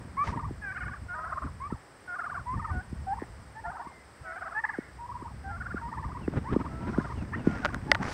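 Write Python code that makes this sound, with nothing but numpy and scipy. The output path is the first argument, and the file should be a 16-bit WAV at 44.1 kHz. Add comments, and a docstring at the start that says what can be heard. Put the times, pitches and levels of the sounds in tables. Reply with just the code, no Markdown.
"""From the start turkeys gobble in turn in a grassy farmyard, over buzzing insects, a rumbling breeze and a hand
on the camera. Each gobble is a gliding whistle, a run of scooped syllables with squeaks, and a falling note.
Hollow pops plunge in pitch from half a second on; later come lone yelps, a dry rattle and a blurred far flock.
Towards the end a small bird whistles thin falling tones, while the hand rubs as shaped noise and knocks
sharply on the camera body, which rings as damped resonances."""
import sys
import numpy as np
from scipy import signal
from scipy.fft import rfft, irfft, next_fast_len
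from scipy.io import wavfile
from scipy.ndimage import map_coordinates

SR = 44100
rng = np.random.default_rng(int(sys.argv[2]) if len(sys.argv) > 2 else 0)


def digitize_waveform(pressure):
    """Quantize a signal to 16-bit integers and store it at the path in sys.argv[1].

    Rows of a 2-D input are taken as channels; values are limited to [-1, 1].
    """
    field = np.atleast_2d(pressure).T
    bounded = np.clip(field, -1, 1)
    quanta = np.round(bounded * 32767).astype(np.int16)
    wavfile.write(sys.argv[1], SR, quanta)


N = 358533

# Gobbles. Each row: middle of the first syllable in seconds, length of the held note before it in seconds,
# number of syllables, syllable length in seconds, held pitch in Hz, glide as a share of that pitch,
# warble pitch in Hz, then levels in dB: held fundamental, held octave, warble fundamental, warble octave, squeak.
GOBBLE_CALLS = [(0.279, 0.076, 4, 0.039, 1149, 0.02, 927, -26.5, -35, -38.5, -50.5, -37.5),
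                (0.764, 0.114, 4, 0.045, 788, -0.184, 713.6, -54, -39, -53, -38.5, -42.5),
                (1.193, 0.075, 3, 0.026, 710, 0.033, 684, -53, -36.5, -48.5, -39, -48),
                (1.266, 0.097, 4, 0.039, 993, 0.064, 1020, -44, -65, -40, -64, -45),
                (1.327, 0.16, 3, 0.026, 630, 0.081, 616, -52.5, -39.5, -46.5, -34.5, -55),
                (1.712, 0.078, 1, 0.02, 1123, 0.087, 890, -36.5, -46.5, -41.5, -49, -42.5),
                (2.196, 0.088, 4, 0.033, 711, -0.06, 692, -50.5, -36, -47, -34.5, -34),
                (2.584, 0.091, 3, 0.055, 1011, 0.058, 895, -33, -51, -42, -46, -35),
                (3.181, 0.08, 1, 0.025, 780, 0.067, 892, -29.5, -49, -36.5, -67, -62),
                (3.707, 0.036, 4, 0.036, 865, 0.0043, 904, -36.5, -45, -40.5, -56, -47),
                (3.748, 0.069, 2, 0.06, 691, 0.025, 726, -39, -41.5, -48.5, -53, -51.5),
                (4.417, 0.15, 3, 0.035, 655, 0.075, 657, -49.5, -46.5, -47.5, -39, -45),
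                (4.37, 0.088, 3, 0.033, 727, -0.11, 724.4, -52, -43, -47, -41.5, -51),
                (4.642, 0.061, 2, 0.028, 867, 0.011, 866, -37, -30.5, -36.5, -30, -44),
                (5.104, 0.083, 4, 0.052, 954, -0.027, 934, -39.5, -68, -39.5, -63, -58),
                (5.612, 0.095, 4, 0.03, 686, -0.072, 689, -54, -42, -57.5, -37, -46),
                (5.929, 0.085, 3, 0.032, 941, -0.013, 896, -38, -56, -38, -45.5, -40),
                (6.106, 0.2, 2, 0.043, 994, 0.059, 956, -51, -77, -40.5, -53, -51),
                (6.547, 0.06, 3, 0.029, 1065, 0.22, 901, -40, -48, -41.5, -59, -42),
                (6.94, 0.22, 3, 0.029, 662, 0.07, 690, -56, -50, -49, -41.5, -66),
                (6.948, 0.12, 4, 0.052, 970, 0.044, 950, -46.5, -65, -44, -51, -44.5),
                (7.633, 0.15, 3, 0.031, 705, -0.08, 707, -56, -45, -48.5, -43, -46),
                (8.008, 0.1, 3, 0.029, 871, 0.027, 816, -39.5, -51, -41, -55, -44.5)]
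# Lone calls with no warble. Each row: start in seconds, length in seconds, pitch in Hz,
# glide as a share of the pitch, fundamental level in dB, octave level in dB.
YELP_CALLS = [(2.699, 0.12, 734, -0.048, -47.5, -43), (6.439, 0.054, 916, 0.12, -43.5, -57),
              (3.549, 0.058, 874, -0.03, -43.5, -49), (3.849, 0.2, 1043, -0.068, -72, -53.5),
              (5.436, 0.088, 784, 0.039, -41, -47.5), (7.323, 0.033, 1220, 0.46, -37, -39),
              (7.33, 0.029, 912, 0.027, -50, -32.5)]
# Tone of the turkeys' throats. Each row: frequency in Hz, gain in dB.
THROAT_TONE = [(1450, 2.5), (1650, 2.5), (1800, 3), (2200, -7.5), (2900, -18.5), (4500, -37.5)]
# Hollow pops. Each row: time in seconds, level in dB, pitch passed at that time in Hz.
THROAT_POPS = [(0.512, -27.5, 278), (1.727, -23, 262), (2.9317, -24.5, 180), (3.224, -25.5, 340),
               (3.8715, -37.5, 274), (4.7891, -21, 320), (5.2271, -31.5, 260), (5.747, -25, 298),
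               (6.283, -16, 315), (6.5663, -11.5, 312), (6.9865, -12.5, 266), (7.4752, -8.5, 267)]
# Farther turkeys join in. Each row: start in seconds, length in seconds, level in dB.
FAR_FLOCK = [(4.627, 0.31, -50.5)]
# Rubbing of the hand on the camera. Each row: time in seconds, level in dB.
GRIP_LEVEL = [(0, -46.5), (1.95, -81), (5, -69), (6.25, -45.5), (6.6, -39.5)]
# Soft dull bumps: the early ones are the upper part of wind thumps, the later ones go with the hand.
# Each row: middle in seconds, length in seconds, level in dB.
DULL_BUMPS = [(0.347, 0.18, -39.5), (0.864, 0.06, -51), (1.447, 0.064, -41), (2.557, 0.061, -41.5),
              (2.751, 0.09, -39.5), (6.348, 0.072, -35), (6.377, 0.051, -29), (6.524, 0.041, -24),
              (6.602, .06, -40), (6.89, 0.14, -39)]
# Skin slides past the microphone port. Each row: start in seconds, length in seconds, level in dB.
SKIN_BRUSHES = [(0.239, 0.16, -38.5), (7.45, 0.47, -46), (8.008, 0.25, -37)]
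# Spectrum of the dull rubbing and bumps. Each row: frequency in Hz, relative density in dB per Hz.
RUB_SPECTRUM = [(50, -8), (130, 1.5), (270, 0.5), (520, -16), (1500, -22), (12000, -73)]
# Spectrum of the dry rustle. Each row: frequency in Hz, relative density in dB per Hz.
RUSTLE_SPECTRUM = [(200, 1.5), (1000, 1), (1900, 0), (3800, -20.5), (5700, -18), (8000, -30.5),
                   (13000, -48)]
# Dry patches of the rubbing. Each row: start in seconds, length in seconds, level in dB.
DRY_PATCHES = [(0.223, 0.11, -55), (6.8, 0.48, -64), (8.007, 0.41, -46)]
# Tone of the dry ticks. Each row: frequency in Hz, gain in dB.
TICK_TONE = [(800, -7), (2800, 3), (5500, 4.5), (7200, -5), (9500, -7), (13000, -31)]
# Knocks on the camera body. Each row: start in seconds, peak level in dB, brightness in Hz.
BODY_KNOCKS = [(6.278, -29.5, 900), (6.336, -29.5, 400), (6.977, -25, 1500), (7.6486, -12.5, 3560),
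               (7.655, -14.5, 7000), (7.6605, -16.5, 3000), (7.745, -20.5, 11900), (7.9163, -4, 5200),
               (7.9195, -25, 2240), (7.948, -16.5, 7000), (7.952, -14.5, 2000), (8.029, -25, 3500)]
# Resonances of the camera body. Each row: frequency in Hz, width in Hz, relative level in dB.
BODY_RESONANCES = [(567, 79, 4), (950, 670, -0.5), (1437, 190, 7.5), (1940, 206, 1), (4250, 2300, -11.5)]
# Buffeting of the breeze. Each row: time in seconds, level in dB.
BREEZE_LEVEL = [(0, -43.5), (1.2, -49.5), (1.7, -44), (1.85, -69), (2.2, -65), (2.4, -42), (3.1, -44),
                (4.0, -62), (4.7, -60), (5.25, -43), (6.6, -39)]
# Single eddies thump the port. Each row: middle in seconds, length in seconds, level in dB.
EDDY_THUMPS = [(0.284, 0.068, -35), (0.475, 0.16, -38), (0.873, 0.13, -41), (1.035, 0.085, -43),
               (1.461, 0.11, -40.5), (1.735, 0.044, -38), (2.576, 0.063, -33), (2.744, 0.12, -34),
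               (3.01, 0.18, -42.5), (3.682, 0.057, -44), (4.218, 0.059, -47.5), (6.066, 0.041, -35.5)]
# Spectrum of the moving air. Each row: frequency in Hz, relative density in dB per Hz.
BUFFET_SPECTRUM = [(22, -35.5), (60, 5), (110, -0.5), (220, -12), (2000, -101)]
# A small bird's falling whistles. Each row: start in seconds, length in seconds, level in dB.
BIRD_WHISTLES = [(6.21, 0.06, -56), (7.153, 0.087, -57), (7.374, 0.065, -57)]
# The bush cricket as the camera turns. Each row: time in seconds, level in dB.
CRICKET_LEVEL = [(0, -74), (2.2, -72.5), (3.5, -72.5), (5.0, -76.5), (6.2, -80.5)]
# Spectrum of the meadow's hush and insects. Each row: frequency in Hz, relative density in dB per Hz.
MEADOW_SPECTRUM = [(40, -20), (70, -1), (300, -3.5), (1100, -5.5), (1900, -8), (2600, -17.5), (4000, -23.5),
                   (5100, -17), (6800, -30.5), (8300, -17), (10500, -38.5), (16000, -36)]

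BREAK_HZ = 1220  # where the voice flips into a squeak
PAUSE_S = 0.036  # end of the held note to the middle of the first syllable
BEAT_S, LAST_NOTE_LAG_S = 0.0525, 0.048  # between syllable middles; last syllable to the falling note
SQUEAK_LAG_CYCLES = 17  # after the middle of a syllable, so deeper voices break later
HELD_SQUEAK_DB = -4  # the squeak that ends the held note, against the others
FALL_DB = -11  # the falling note, against the warble
RELEASE_S = 0.005  # release of a held note
TOP_HZ = 15760  # the camera's band limit


def amp(db):
    """Turn dB into a linear gain."""
    return 10 ** (np.asarray(db) / 20)


def unit(x):
    """Bring a sound to an rms of 1."""
    return x / np.sqrt(np.mean(x ** 2) + 1e-20)


def curve(rows):
    """Draw (seconds, value) rows as one value per sample."""
    return np.interp(np.arange(N) / SR, *np.transpose(rows))


def wobble(rate, n=N):
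    """A smooth random curve with rate knots a second."""
    knots = rng.standard_normal(int(n * rate / SR) + 4)
    return map_coordinates(knots, [np.arange(n) * rate / SR])


def filtered(x, response):
    """Shape x by a response given as a function of frequency."""
    m = next_fast_len(N + SR // 2)
    return irfft(rfft(x, m) * response(np.fft.rfftfreq(m, 1 / SR)), m)[:N]


def coloured(x, spectrum):
    """Shape x by (Hz, dB) points, joined on a log frequency axis."""
    hz, db = np.transpose(spectrum)
    return filtered(x, lambda f: amp(np.interp(np.log(f + 1), np.log(hz), db)))


def noise(spectrum):
    """Noise of rms 1 with a (Hz, dB) spectrum."""
    return unit(coloured(rng.standard_normal(N), spectrum))


def add(track, s, sound):
    """Mix a sound into the track from time s."""
    part = track[round(s * SR):][:len(sound)]
    part += sound[:len(part)]


def sweep(length):
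    """A ramp from -1 to 1 over length seconds."""
    return np.linspace(-1, 1, int(length * SR))


def swell(v, skew=1):
    """A soft arch over a sweep; skew above 1 makes it peak late."""
    return np.abs(np.sin(np.pi * ((v + 1) / 2) ** skew))


def gobbles():
    """Each gobble is a held note, an even run of syllables with a squeak after each, and a falling note."""
    out = np.zeros(N)
    for (first, hold, count, length, held_hz, glide, low_hz,
         held_db, held_octave_db, first_db, octave_db, squeak_db) in GOBBLE_CALLS:
        beats = [first + k * BEAT_S for k in range(count)]
        squeak_lag = SQUEAK_LAG_CYCLES / low_hz
        held = held_note(hold, held_hz, glide, held_db, held_octave_db)
        fall = amp(FALL_DB) * falling_note(low_hz, first_db, octave_db)
        parts = [(first - PAUSE_S - hold / 2, held),
                 (first - BEAT_S + squeak_lag, squeak(squeak_db + HELD_SQUEAK_DB)),
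                 (beats[-1] + LAST_NOTE_LAG_S, fall)]
        for beat in beats:
            middle = beat + 0.001986 * rng.standard_normal()  # loose timing
            accent = amp(1.9 * rng.standard_normal())
            parts.append((middle, accent * syllable(length, low_hz, first_db, octave_db)))
            parts.append((beat + squeak_lag, squeak(squeak_db)))
        for middle, sound in parts:
            add(out, middle - len(sound) / SR / 2, sound)
    for s, *note in YELP_CALLS:
        add(out, s, held_note(*note))
    early_turn = facing(coloured(out, THROAT_TONE))
    return facing(early_turn, at=4.33, span=0.11, bright_db=9)


def held_note(length, hz, glide, first_db, octave_db, rest_hz=790, settle=0.01183,
              hook=0.22, hook_time=0.00766, attack=0.015):
    """The voice swells as it slides from rest onto its pitch, glides, and breaks off in an upward hook."""
    v = sweep(length)
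    t = np.arange(len(v)) / SR
    upturn = hook * (rest_hz / hz) ** 2 * np.exp((t - length) / hook_time)  # stronger in deep voices
    slide_in = (rest_hz - hz) * .5 * np.exp(-t / settle)
    pitch = hz * (1 + glide * v / 2 + upturn) + slide_in
    envelope = (1 - np.exp(-t / attack)) * (1 - np.exp((t - length) / RELEASE_S))
    voice = syrinx(pitch, first_db, octave_db, jitter=0.0098, shimmer_db=1.14, rasp_db=-18.0)
    return envelope / envelope.max() * voice


def syllable(length, low_hz, first_db, octave_db, dive=0.271, climb=0.363, scatter=0.017, edge_db=-5):
    """A burst scoops down and climbs by about a third of its lowest pitch, brightest at the bottom."""
    v = sweep(length * np.exp(0.1 * rng.standard_normal()))  # no two equally long
    bend = np.where(v < 0, dive, climb) * v ** 2
    scoop = low_hz * (1 + scatter * rng.standard_normal() + bend)
    envelope = np.tanh(2 * swell(v, skew=1.5) ** 1.1)
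    return envelope * syrinx(scoop, first_db, octave_db + edge_db * v ** 2, jitter=0.019, shimmer_db=2.5,
                             third_db=-15.5, fourth_db=-19, rasp_db=-19)


def squeak(db, sag=0.086, arch=0.14, octave_db=-18, length=0.026):
    """A short arch of nearly pure tone around the squeak pitch, whose tail falls away."""
    v = sweep(length)
    pitch = BREAK_HZ * (1 + 0.046 * rng.standard_normal() - sag * v - arch * v ** 2)
    return swell(v, skew=0.83) * syrinx(pitch, db, db + octave_db)


def falling_note(hz, first_db, octave_db, length=0.047, drop=0.34):
    """The voice slumps as the air runs out."""
    v = sweep(length)
    return swell(v, skew=1.0) * syrinx(hz * np.exp(-drop * v), first_db, octave_db)


def syrinx(pitch, first_db, octave_db, jitter=0.023, shimmer_db=2.0,
           third_db=-15, fourth_db=-24, rasp_db=-19):
    """An unsteady whistle led by fundamental or octave; alternate cycles differ, which adds a rasp."""
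    n = len(pitch)
    phase = 2 * np.pi * np.cumsum(pitch * (1 + jitter * wobble(412, n))) / SR
    # third and fourth harmonics are set against the octave
    overtones = sum(amp(db) * np.sin(k * phase) for k, db in enumerate([0, third_db, fourth_db], 2))
    rasp = 1 + 2 * amp(rasp_db) * np.sin(phase / 2)
    voice = amp(first_db) * np.sin(phase) + amp(octave_db) * overtones * rasp
    return voice * amp(shimmer_db * wobble(245, n))


def facing(x, at=0.785, span=0.12, bright_db=15, edge_hz=1950):
    """For a moment a bird points its beak at the microphone: extra treble brightens the calls."""
    aim = np.exp(-((np.arange(N) / SR - at) / span) ** 2)
    treble = filtered(x, lambda f: 1 - np.exp(-(f / edge_hz) ** 10))
    return x + amp(bright_db) * aim * treble


def pops(rise=0.0017, fall=0.0024, lead=0.0072):
    """Air let go from a tom's throat sac: a few cycles whose period grows steadily, so the pitch plunges."""
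    out = np.zeros(N)
    age = np.arange(1, SR // 40) / SR
    t = age - lead  # zero at the listed time
    envelope = np.tanh(2 * age / lead) / np.cosh(t / np.where(t < 0, rise, fall) * 0.97)
    for s, db, hz in THROAT_POPS:
        phase = 2 * np.pi * hz * lead * np.log(age / lead)
        add(out, s - lead, amp(db) * np.sin(phase) * envelope)
    return out


def rattle(start=3.198, count=5, gap=0.0096, ring=0.00098, hz=1830, db=-41):
    """A few quick, dry pulses after one call, each a short burst of tone."""
    out, t = np.zeros(N), np.arange(SR // 50) / SR
    envelope = t / ring * np.exp(1 - t / ring)
    for k in range(count):
        add(out, start + k * gap, amp(db) * envelope * np.sin(2 * np.pi * hz * t))
    return out


def flock(low_hz=720, high_hz=1030, warble=0.048, count=7):
    """Several far birds warble at once, each on its own pitch; their octaves blur into one rough band."""
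    out = np.zeros(N)
    for s, length, db in FAR_FLOCK:
        v = sweep(length)
        pitches = [hz * (1 + warble * wobble(70.7, len(v))) for hz in np.linspace(low_hz, high_hz, count)]
        voices = sum(np.sin(4 * np.pi * np.cumsum(pitch) / SR) for pitch in pitches)  # octaves only
        add(out, s, amp(db) * swell(v) * unit(voices))
    return out


def knocks(contact=0.0009, scrape=0.27):
    """Short gritty contacts, softened by the fingertip, ring the damped camera body."""
    out, t = np.zeros(N), np.arange(SR // 10) / SR
    f = np.fft.rfftfreq(len(t), 1 / SR)
    body = sum((-1) ** k * amp(db) * 1j * f * width / (centre ** 2 - f * f + 1j * f * width)
               for k, (centre, width, db) in enumerate(BODY_RESONANCES))
    for s, db, soft_hz in BODY_KNOCKS:
        grit = scrape * rng.standard_normal(len(t)) * np.exp(-t / contact)
        blow = (t == 0) + grit
        fingertip = 1 / (1 + 1j * f / soft_hz) ** 2
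        ring = irfft(rfft(blow) * body * fingertip)[:len(t) // 2]
        add(out, s, amp(db) * ring / np.abs(ring).max())
    return out


def handling(lumps_db=7, grain_db=3.5, dry_db=-17):
    """The hand rubs dully on the case with a soft dry rustle and brushes past the port; dull bumps join in."""
    dull_level = amp(curve(GRIP_LEVEL))
    rustle_level = amp(dry_db) * dull_level  # taken before the bumps are added
    for s, length, db in DULL_BUMPS:
        add(dull_level, s - length / 2, amp(db) * swell(sweep(length)))
    for s, length, db in SKIN_BRUSHES:
        add(rustle_level, s, amp(db) * swell(sweep(length), skew=0.35) ** 2)
    dull = unit(noise(RUB_SPECTRUM) * amp(lumps_db * np.tanh(wobble(60))))
    rustle = unit(noise(RUSTLE_SPECTRUM) * amp(grain_db * wobble(300)))
    return dull_level * dull + rustle_level * rustle


def crackle(ticks_per_s=5000):
    """Dry skin catches on the case in tiny random ticks."""
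    level = np.zeros(N)
    for s, length, db in DRY_PATCHES:
        add(level, s, amp(db) * swell(sweep(length)))
    ticks = rng.standard_normal(N) * (rng.random(N) < ticks_per_s / SR)
    return level * unit(coloured(ticks, TICK_TONE))


def songbird(from_hz=3080, to_hz=2380):
    """Thin, slightly hoarse whistles from the trees, each a tone falling in pitch."""
    out = np.zeros(N)
    for s, length, db in BIRD_WHISTLES:
        v = sweep(length)
        pitch = np.linspace(from_hz, to_hz, len(v)) * (1 + 0.0089 * wobble(500, len(v)))
        level = amp(db + 2.4 * wobble(117, len(v))) * swell(v)
        add(out, s, level * np.sin(2 * np.pi * np.cumsum(pitch) / SR))
    return out


def breeze(lumps_db=2.5):
    """Eddies buffet the microphone port; the biggest arrive as separate soft thumps."""
    buffeting = unit(noise(BUFFET_SPECTRUM) * amp(lumps_db * np.tanh(wobble(20))))
    out = amp(curve(BREEZE_LEVEL)) * buffeting
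    air = noise(BUFFET_SPECTRUM)
    for s, length, db in EDDY_THUMPS:
        v = sweep(length)
        eddy = swell(v) * air[round(s * SR):][:len(v)]
        add(out, s - length / 2, amp(db) * unit(eddy))
    return out


def meadow(air_db=-54):
    """Distant hush and insect chorus; a nearer bush cricket's wing strokes each slide down in pitch."""
    strokes_hz, duty = 17.8, 0.8  # wing strokes a second, sounding share of each
    centre_hz, slide_hz, grain_hz = 8150, 880, 110
    beat = np.cumsum(strokes_hz * (1 + 0.031 * wobble(2))) / SR % 1
    stroke = np.minimum(beat / duty, 1)
    pitch = centre_hz + slide_hz * np.cos(np.pi * stroke) + grain_hz * wobble(900)
    level = np.sqrt(swell(2 * stroke - 1, skew=0.6)) * amp(2 * wobble(120))
    cricket = level * np.sin(2 * np.pi * np.cumsum(pitch) / SR)
    hush = amp(air_db + 0.36 * wobble(3.74)) * noise(MEADOW_SPECTRUM)
    return hush + amp(curve(CRICKET_LEVEL)) * unit(cricket)


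def yard(x, t60=0.16, wet_db=-15):
    """Sheds and the tree line scatter a faint answer: a decaying noise tail."""
    t = np.arange(SR) / SR
    tail = rng.standard_normal(SR) * amp(-60 * t / t60) * (t > .008)  # starts after 8 ms
    return x + amp(wet_db) * signal.fftconvolve(x, tail / np.linalg.norm(tail))[:N]


def scene():
    """Turkeys in the yard, the meadow behind them, wind and a hand on the camera."""
    animals = yard(gobbles() + rattle() + flock() + songbird())
    hand = knocks() + handling() + crackle()
    return (animals + pops() + hand + breeze() + meadow())[None]


def record(dry):
    """The camera keeps nothing above its band limit."""
    return filtered(dry[0], lambda hz: hz < TOP_HZ)[None]


dry = scene()
out = record(dry)
digitize_waveform(out)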